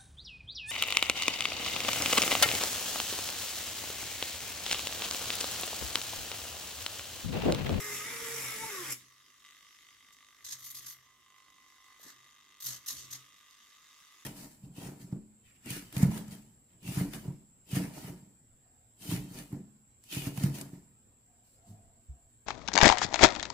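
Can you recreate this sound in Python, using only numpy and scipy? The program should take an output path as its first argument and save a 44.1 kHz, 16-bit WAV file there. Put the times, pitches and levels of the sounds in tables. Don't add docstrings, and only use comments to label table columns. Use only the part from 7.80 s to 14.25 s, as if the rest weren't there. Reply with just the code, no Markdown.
import sys
import numpy as np
from scipy import signal
from scipy.fft import rfft, irfft, next_fast_len
from scipy.io import wavfile
from scipy.ndimage import uniform_filter1d, map_coordinates

SR = 44100
rng = np.random.default_rng(int(sys.argv[2]) if len(sys.argv) > 2 else 0)


def pcm_store(signal):
    levels = np.round(np.clip(np.atleast_2d(signal), -1, 1) * 32767)
    wavfile.write(sys.argv[1], SR, levels.astype(np.int16).T)


N = 284445
FRAME_S = 1 / 50

# (f/Hz, gain/dB)
AIR_SPECTRUM = [(12, -69), (20, -34), (53, 8.5), (189, -27), (350, -11), (381, 1), (795, -11.5),
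                (1030, -23.5), (1200, -14), (1560, -52), (2640, -120)]
AIR_DB = -88.5 + 3.0
# (f/Hz, level/dB)
REFLECTED = [(100, -15), (300, -7), (600, -7), (1100, -11), (2000, -11), (4000, -9)]
# (f/Hz, left minus right/dB)
PORT_COLOUR = [(60, -1), (99, -5), (160, 1), (270, -3), (450, 0.5), (740, -3), (1220, 1.5), (2010, 0),
               (3330, 0.0), (5500, -2.0), (9080, 0.5), (15000, 4.5)]
TOP_HZ = 15830
# (f/Hz, likeness 0 to 1)
PORT_LIKENESS = [(60, 1), (300, 0.67), (640, 1), (1400, 0.53), (3100, 0.47), (6000, 0.2), (15000, 0.13)]

# (t/s, ring level/dB, rumble level/dB, deep shake level/dB, t60/s)
TABLE_PUSHES = [(.05, -61, -67, -70, 0.36), (.14, -57.5, -65, -68, 0.72), (.3, -59.5, -77, -67, 0.41),
                (.45, -65, -69, -61, .2), (.55, -54, -73, -72, 0.52), (.66, -55.5, -69, -69, 0.35),
                (.86, -59, -62, -82, 0.1), (1.03, -58.5, -78, -79, 0.22), (1.12, -55.5, -67, -63, 0.32),
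                (1.26, -80, -93, -98, 1.1), (2.67, -86, -84, -79, 0.28), (2.76, -70, -78.5, -81, 1.5),
                (2.99, -73, -78, -70, 0.26), (3.08, -78, -79, -78, 0.12), (3.21, -84, -115, -101, 0.25),
                (4.27, -86, -67, -81, 0.16), (4.38, -75, -91, -97, 0.49), (4.895, -57, -72, -69, .2),
                (4.925, -60.5, -63, -70, 0.24), (5.16, -65.5, -64, -66, 0.56), (5.27, -67, -84, -82, 0.37),
                (5.35, -60.5, -70, -89, 0.32)]
PUSH_RISE_S = .03
SWING_RUMBLE_DB, SWING_SHAKE_DB = -64, -86
REST_RING_DB, REST_RUMBLE_DB, REST_SHAKE_DB = -93, -83, -89
# (f/Hz, gain/dB)
RUMBLE_SPECTRUM = [(120, -30), (150, -5), (250, -0.5), (340, -1.5), (450, -12.5), (700, -12.5), (900, -38)]
SHAKE_SPECTRUM = [(15, -28), (30, -18), (60, -7.5), (95, -4), (125, -8), (170, -38)]

# (t/s, level/dB)
STRAIN_LEVEL = [(1.1, -46), (1.17, -60.5), (1.38, -65), (1.84, -63), (2.45, -65), (3.1, -59), (3.18, -67),
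                (3.45, -69), (4.15, -64), (4.8, -69), (5.3, -56.5), (5.48, -65), (6.45, -62.5)]
# (f/Hz, gain/dB)
HISS_SPECTRUM = [(530, -41), (900, -29), (1010, -11.5), (1170, -4.5), (1390, -13.5), (1850, -7.5),
                 (2010, -4.5), (2380, -13.5), (3670, -6), (4190, -12), (6470, -8), (8420, -15.5),
                 (9270, -18.5), (11500, -14.5), (15900, -27.5)]

# (t/s, level/dB)
LOAD_BUMPS = [(4.197, -42), (4.235, -56), (4.257, -59), (4.276, -43), (4.3, -51), (5.19, -50)]
# (f/Hz, width/Hz, level/dB)
LOAD_MODES = [(330, 180, -4), (624, 300, -2)]

# (from t/s, to t/s, place in frame/ms, scatter/ms, strength level/dB, extra deep knock level/dB)
SERVO_EDGES = [
    [(1.2, 1.64, 2.05, .34, -41.5, -4), (1.64, 1.73, 2.36, .36, -34.5, -8),
     (1.73, 3.207, 4.1, .59, -54, -24), (3.25, 3.45, 2.39, .03, -49, 8),
     (3.45, 4.19, 2.42, .014, -42.5, 9.5), (4.199, 4.797, 2.87, .018, -41, -4.5),
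     (4.797, 6.45, 2.98, .047, -40, 0)],
    [(1.624, 1.724, 9.1, .34, -33, -14), (1.724, 2.15, 7.9, .09, -37, -2),
     (2.15, 3.197, 6.84, .057, -40, 6)],
    [(1.29, 1.622, 10.5, .07, -51, 5), (3.197, 3.4, 10.4, .035, -48.5, 4), (3.4, 4.21, 10.4, .02, -44, -17),
     (4.21, 6.45, 11.14, .03, -42.5, -12)],
    [(3.204, 4.15, 6.26, .03, -55, -1), (4.35, 6.45, 10, .011, -41.5, -15),
     (5.813, 6.45, 18.2, .03, -45, -37)],
]
# (level/dB of four housing parts, tick level/dB)
SERVO_VOICES = [(-10.5, -4, -2.5, -3, -16.5), (-19.5, -7, -0.5, -4.5, -18.5), (-10, -1, 1, -4.5, -22.5),
                (8, -19, -31, -5, -14)]
EDGE_DITHER = [0.018, .12, 0.013, 0.018]
DEEP_SHARE = [1, .4, 0.3, 0]
# (f/Hz, width/Hz, level/dB)
HOUSING_MODES = [
    [(945, 35, -12.5), (670, 21, -22), (1061, 21.5, 3.5)],
    [(1143, 60, 0), (1199, 65, 2)],
    [(2025, 85, -11)],
    [(2655, 700, -3.5), (3260, 93, 3.5), (3500, 84, -2.5), (3737, 65, 6)],
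]
# (f/Hz, width/Hz, level/dB)
GEAR_MODES = [
    [(3646, 1740, 0.5), (4700, 1850, 3.5), (6410, 770, 6.5), (8490, 460, -1.5)],
    [(9800, 100, -2), (11470, 370, -3.5), (13300, 490, -1.5), (13200, 9300, -21)],
]

# (first surge t/s, frames to the snapped surge, frames to the last)
JOINT_MOVES = [(1.1144, 0, 0), (2.322, 0, 0), (2.6424, 1, 3), (2.7207, 0, 2), (2.781, 1, 2), (2.841, 1, 2),
               (2.901, 0, 1), (2.943, 2, 3), (3.021, 0, 1), (3.059, 2, 3), (4.19, 1, 1), (4.229, 0, 0),
               (4.245, 1, 1), (4.278, 0, 2), (4.8, 3, 8), (5.059, 1, 3), (5.14, 2, 5), (5.305, 1, 2)]
# (first level/dB, level of the snapped surge/dB, last level/dB, brightness/dB, arm shudder level/dB)
MOVE_FORCE = [(-50, -46, -50, -10, -90), (-62, -60, -62, -8, -90), (-44.5, -47, -45.5, -4, -65),
              (-38, -39, -76, -8, -60), (-58, -59, -54.5, 2, -82), (-48, -49.5, -56, 0.5, -70),
              (-52, -49.5, -68, 4.5, -76), (-46.5, -51, -68, 1, -75), (-58, -56, -57, -1, -71),
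              (-48, -53, -53, 2.5, -73), (-64, -59.5, -64, -1, -66), (-54, -53.5, -54, -4, -61),
              (-62, -57, -60, -3, -69), (-51, -53, -63, -6, -58.5), (-51, -38.5, -51, 1.5, -55.5),
              (-43.5, -38, -46, -1, -55), (-52, -47, -55, -4, -71), (-45, -41.5, -47.5, -4.5, -57.5)]
SURGE_RISE_S, SURGE_S = 0.0037, 0.016
COAST_S, COAST_DB = 0.022, -12.5
SNAP_S, SNAP_DB = 0.0021, 1.5
DULLING_DB = 1
# (f/Hz, gain/dB)
SHUDDER_SPECTRUM = [(250, -41), (350, -7), (700, -8), (1150, 10), (1450, 2), (1750, 9.5), (2100, 8),
                    (2600, -54), (3500, -57)]

# (t/s, level/dB)
SWING_TEETH = [(0, -42.5), (.16, -40), (.26, -46), (.37, -46.5), (.48, -43), (.58, -40), (.68, -41),
               (.8, -45), (1.09, -43), (1.126, -33.5), (1.166, -63), (1.23, -77)]
HOUSING_DB = -48.5
# (f/Hz, gain/dB)
HOUSING_SPECTRUM = [(290, -21.5), (500, -4.5), (567, -15), (619, -13), (736, -18), (816, -13.5), (876, -6),
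                    (986, -12.5), (1160, -6), (1450, -7.5), (2050, 2.5), (2460, -10), (3300, -22),
                    (4290, -58), (7260, -120)]
TEETH_SPECTRUM = [(1470, -22.5), (2500, -2), (4100, -20), (4460, -11), (5390, 2.5), (6370, -0.5), (7420, 3),
                  (8970, -4.5), (9390, -1), (10500, -4), (11500, 1), (13300, -5), (15400, -7.5)]
WHISTLE_S, WHISTLE_WIDE_S, WHISTLE_DB = 0.59, 0.28, -51
STOP_S, STOP_FADE_S = 1.127, .01

# (t/s, shaft f/Hz, shaft tone level/dB)
MOTOR_SHAFT = [(0, 413.8, -50.5), (.146, 413, -49), (.23, 416.6, -59), (.28, 462.4, -60),
               (.374, 461.4, -49.5), (.53, 458.6, -48.5), (.62, 451.5, -59.5), (.71, 435.3, -63),
               (.77, 439.8, -56), (.88, 448.2, -56.5), (.92, 405.6, -53.5), (1.04, 338.2, -49.5),
               (1.08, 309, -56), (1.115, 282, -61), (1.18, 272, -70)]
ORDER_LEVELS = [-66, -61.5, -56.5]
# (f/Hz, gain/dB)
CASE_GAIN = [(500, -18), (850, -6.5), (1000, 2), (1150, 14), (1250, 5.5), (1385, 3.5), (1440, -14),
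             (1800, 3), (2070, 4), (2230, 6.5), (2320, -3)]
FLARE_S, FLARE_WIDE_S, FLARE_DB = .85, .045, 25


def amp(db):
    return 10 ** (np.asarray(db) / 20)


def unit(x):
    return x / np.sqrt(np.mean(x ** 2) + 1e-20)


def along(points, hz):
    f, v = np.transpose(points)
    return np.interp(np.log(hz + 1), np.log(f + 1), v)


def curves(rows):
    s, *cols = np.transpose(rows)
    return [np.interp(np.arange(N) / SR, s, c) for c in cols]


def during(rows):
    t = np.arange(N) / SR
    return uniform_filter1d(1. * (t >= rows[0][0]) * (t <= rows[-1][0]), size=400)


def bump(at, wide):
    return np.exp(-.5 * ((np.arange(N) / SR - at) / wide) ** 2)


def running():
    return 1 / (1 + np.exp(np.clip((np.arange(N) / SR - STOP_S) / STOP_FADE_S, -50, 50)))


def wobble(rate):
    knots = rng.standard_normal(int(N * rate / SR) + 4)
    return map_coordinates(knots, [np.arange(N) * rate / SR])


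def filtered(x, response):
    m = next_fast_len(N + SR // 2)
    return irfft(rfft(x, m) * response(np.fft.rfftfreq(m, 1 / SR)), m)[..., :N]


def coloured(x, spectrum):
    return unit(filtered(x, lambda hz: amp(along(spectrum, hz))))


def rung(x, modes):
    def shape(f):
        total = 0
        for k, (centre, width, db) in enumerate(modes):
            damping = 1j * f * width
            total = total + (-1) ** k * amp(db) * damping / (centre ** 2 - f * f + damping)
        return total
    size = np.sqrt(np.mean(np.abs(shape(np.linspace(1, SR / 2, num=4000))) ** 2))
    return filtered(x, shape) / size


def band(x, hz, width_hz):
    slow = filtered(x, lambda f: 1 / (1 + 1j * f / width_hz) ** 2)
    return unit(slow * np.sin(2 * np.pi * np.cumsum(hz + np.zeros(N)) / SR))


def spread(rows, patchy_db=2.5):
    shared, own = rng.standard_normal(rows), rng.standard_normal((2, rows))
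    alike = np.clip(along(PORT_LIKENESS, np.fft.rfftfreq(rows, 1 / SR)), 0, 1)
    noise = irfft(np.sqrt(alike) * rfft(shared) + np.sqrt(1 - alike) * rfft(own), rows)
    z = signal.stft(noise, nperseg=512)[2]
    field = uniform_filter1d(rng.standard_normal(z.shape[1:]), size=4, axis=0)
    field = uniform_filter1d(field, size=8, axis=1)
    return unit(signal.istft(z * amp(patchy_db * unit(field)), nperseg=512)[1][:, :rows])


def rattle(uneven_db, clump_db, drive_db):
    force = amp(uneven_db * rng.standard_normal(N) + clump_db * wobble(500))
    drive = amp(drive_db * np.cos(2 * np.pi * (np.arange(N) / SR - .006) / FRAME_S))
    return unit(spread(N) * force * drive)


def room_tone():
    common, own = rng.standard_normal(N), rng.standard_normal((2, N))
    return amp(AIR_DB) * coloured(common + 2.0 * own, AIR_SPECTRUM)


def walls(x):
    t = np.arange(SR // 4) / SR
    tail = rng.standard_normal((2, len(t))) * amp(-60 * t / 0.23) * (t > .004)
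    return signal.fftconvolve(x, tail / np.linalg.norm(tail[0]), axes=1)[:, :N]


def nearby(x, hop_s):
    hop, t = round(hop_s * SR), np.arange(SR // 20) / SR
    echo, padded = np.zeros((2, N + 3 * hop + len(t))), np.pad(x, (hop, 2 * hop))
    window = np.sin(np.pi * np.arange(2 * hop) / (2 * hop))
    for at in range(0, N + hop, hop):
        tail = rng.standard_normal((2, len(t))) * amp(-60 * t / 0.011)
        tail /= np.linalg.norm(tail[0])
        piece = padded[at:at + 2 * hop] * window
        echo[:, at:][:, :2 * hop + len(t) - 1] += signal.fftconvolve(piece[None], tail, axes=1)

    def share(hz):
        return amp(along(REFLECTED, hz))
    direct = filtered(x, lambda hz: 1 / np.sqrt(1 + share(hz) ** 2))
    reflected = filtered(echo[:, hop:hop + N], lambda hz: share(hz) / np.sqrt(1 + share(hz) ** 2))
    return direct + reflected


def table():
    t = np.arange(N) / SR
    levels = amp([[REST_RING_DB], [REST_RUMBLE_DB], [REST_SHAKE_DB]]) + np.zeros(N)
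    levels[1:] += amp([[SWING_RUMBLE_DB], [SWING_SHAKE_DB]]) * running()
    for s, *db, t60 in TABLE_PUSHES:
        decay = amp(-60 * np.maximum(t - s, 0) / t60)
        levels += amp(db)[:, None] * np.where(t < s, bump(s, PUSH_RISE_S), decay)
    ring = np.sqrt(2) * np.sin(2 * np.pi * np.cumsum(128.5 + 3 * wobble(12)) / SR)
    rumble = levels[1] * coloured(spread(N), RUMBLE_SPECTRUM)
    shake = levels[2] * coloured(spread(N), SHAKE_SPECTRUM)
    return levels[0] * amp(1.5 * wobble(25)) * ring, rumble + shake


def strain():
    level_db, = curves(STRAIN_LEVEL)
    return amp(level_db) * coloured(rattle(uneven_db=1.0, clump_db=2.0, drive_db=0.5), HISS_SPECTRUM)


def thuds():
    blows = np.zeros(N)
    for s, db in LOAD_BUMPS:
        blows[round(s * SR)] = amp(db)
    return rung(blows, LOAD_MODES)


def knocks_and_ticks():
    knocks, jabs = np.zeros((len(HOUSING_MODES), N + SR)), np.zeros(N + SR)
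    frames = np.arange(int(N / SR / FRAME_S)) * FRAME_S
    turns = (-1) ** np.arange(len(frames))
    for rows, (*knock_db, tick_db), dither_ms in zip(SERVO_EDGES, SERVO_VOICES, EDGE_DITHER):
        for start, end, ms, scatter_ms, db, deep_db in rows:
            late, strong, sharp = rng.standard_normal((len(frames), 3)).T
            on = (frames >= start) & (frames < end)
            place_ms = ms + dither_ms * turns + scatter_ms * late
            at = np.round((frames + place_ms / 1000) * SR).astype(int)[on]
            parts_db = np.array(knock_db) + deep_db * np.array(DEEP_SHARE)
            knocks[:, at] += amp(parts_db[:, None] + db + 1.74 * strong[on])
            jabs[at] += amp(tick_db + db + 2.1 * sharp[on])
    tick_decay = amp(-60 * np.arange(SR // 100) / SR / .005)
    chatter = signal.fftconvolve(jabs, tick_decay)[:N] * spread(N)
    housing = sum(rung(k[:N], modes) for k, modes in zip(knocks, HOUSING_MODES))
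    return housing, rung(chatter, sum(GEAR_MODES, []))


def twitches():
    dull, bright, shudder = np.zeros((3, N + SR))
    t = np.arange(SR // 5) / SR
    swell = 1 - np.exp(-t / SURGE_RISE_S)
    coast = swell * np.exp(-t / COAST_S)
    surge = swell / (1 + (t / SURGE_S) ** 4) + amp(COAST_DB) * coast
    for (first, snapped, frames), force in zip(JOINT_MOVES, MOVE_FORCE):
        first_db, snapped_db, last_db, bright_db, shudder_db = force
        snap = amp(snapped_db + bright_db + SNAP_DB) * np.exp(-t / SNAP_S)
        bright[round((first + snapped * FRAME_S) * SR):][:len(t)] += snap
        for k in range(frames + 1):
            at = round((first + k * FRAME_S) * SR)
            path_db = np.interp(k, [0, snapped, frames], [first_db, snapped_db, last_db])
            db = snapped_db if k == snapped else path_db
            dull[at:][:len(t)] += amp(db) * surge
            bright[at:][:len(t)] += amp(db + bright_db - DULLING_DB * k) * surge
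            shudder[at:][:len(t)] += amp(db - snapped_db + shudder_db) * coast
    teeth = rattle(uneven_db=4.5, clump_db=1.5, drive_db=-0.5)
    gears = rung(dull[:N] * teeth, GEAR_MODES[0]) + rung(bright[:N] * teeth, GEAR_MODES[1])
    return gears + shudder[:N] * coloured(teeth, SHUDDER_SPECTRUM)


def swing():
    teeth_db, = curves(SWING_TEETH)
    teeth = rattle(uneven_db=3.5, clump_db=0.0, drive_db=1.0)
    housing = amp(HOUSING_DB + 0.6 * wobble(14.9)) * running() * coloured(teeth, HOUSING_SPECTRUM)
    clatter = amp(teeth_db) * coloured(teeth, TEETH_SPECTRUM)
    whistle = amp(WHISTLE_DB) * bump(WHISTLE_S, WHISTLE_WIDE_S) * band(teeth, 9430, width_hz=240)
    return (housing + clatter + whistle) * during(SWING_TEETH)


def motor():
    hz, shaft_db = curves(MOTOR_SHAFT)
    turn = 2 * np.pi * np.cumsum(hz * (1 + .01 * wobble(80))) / SR
    out = amp(shaft_db + 2.4 * wobble(60.5)) * np.sqrt(2) * np.sin(turn)
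    smear_hz, line_share = 14, .6
    flare_db = [FLARE_DB * bump(FLARE_S, FLARE_WIDE_S), 0, 0]
    for k, db, more_db in zip([2, 3, 5], ORDER_LEVELS, flare_db):
        smear = band(rng.standard_normal(N), k * hz, k * smear_hz)
        line = np.sqrt(2) * np.sin(k * turn)
        gain = amp(db + more_db + along(CASE_GAIN, k * hz) + 1.2 * wobble(20.2)) * running()
        out = out + gain * (np.sqrt(line_share) * line + np.sqrt(1 - line_share) * smear)
    return during(MOTOR_SHAFT) * out


def scene():
    (knocks, ticks), (ring, rumble) = knocks_and_ticks(), table()
    compact = nearby(motor() + thuds() + knocks + ring, hop_s=0.427)
    broad = swing() + twitches() + ticks + strain() + rumble
    arm = compact + broad
    return arm + amp(-9.5) * walls(arm) + room_tone()


def record(dry):
    side = np.array([[.5], [-.5]])

    def ports(hz):
        lead = np.exp(2j * np.pi * hz * side * .00003)
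        return amp(side * along(PORT_COLOUR, hz)) * lead * (hz < TOP_HZ)
    return filtered(dry, ports)


dry = scene()
out = record(dry)
pcm_store(out)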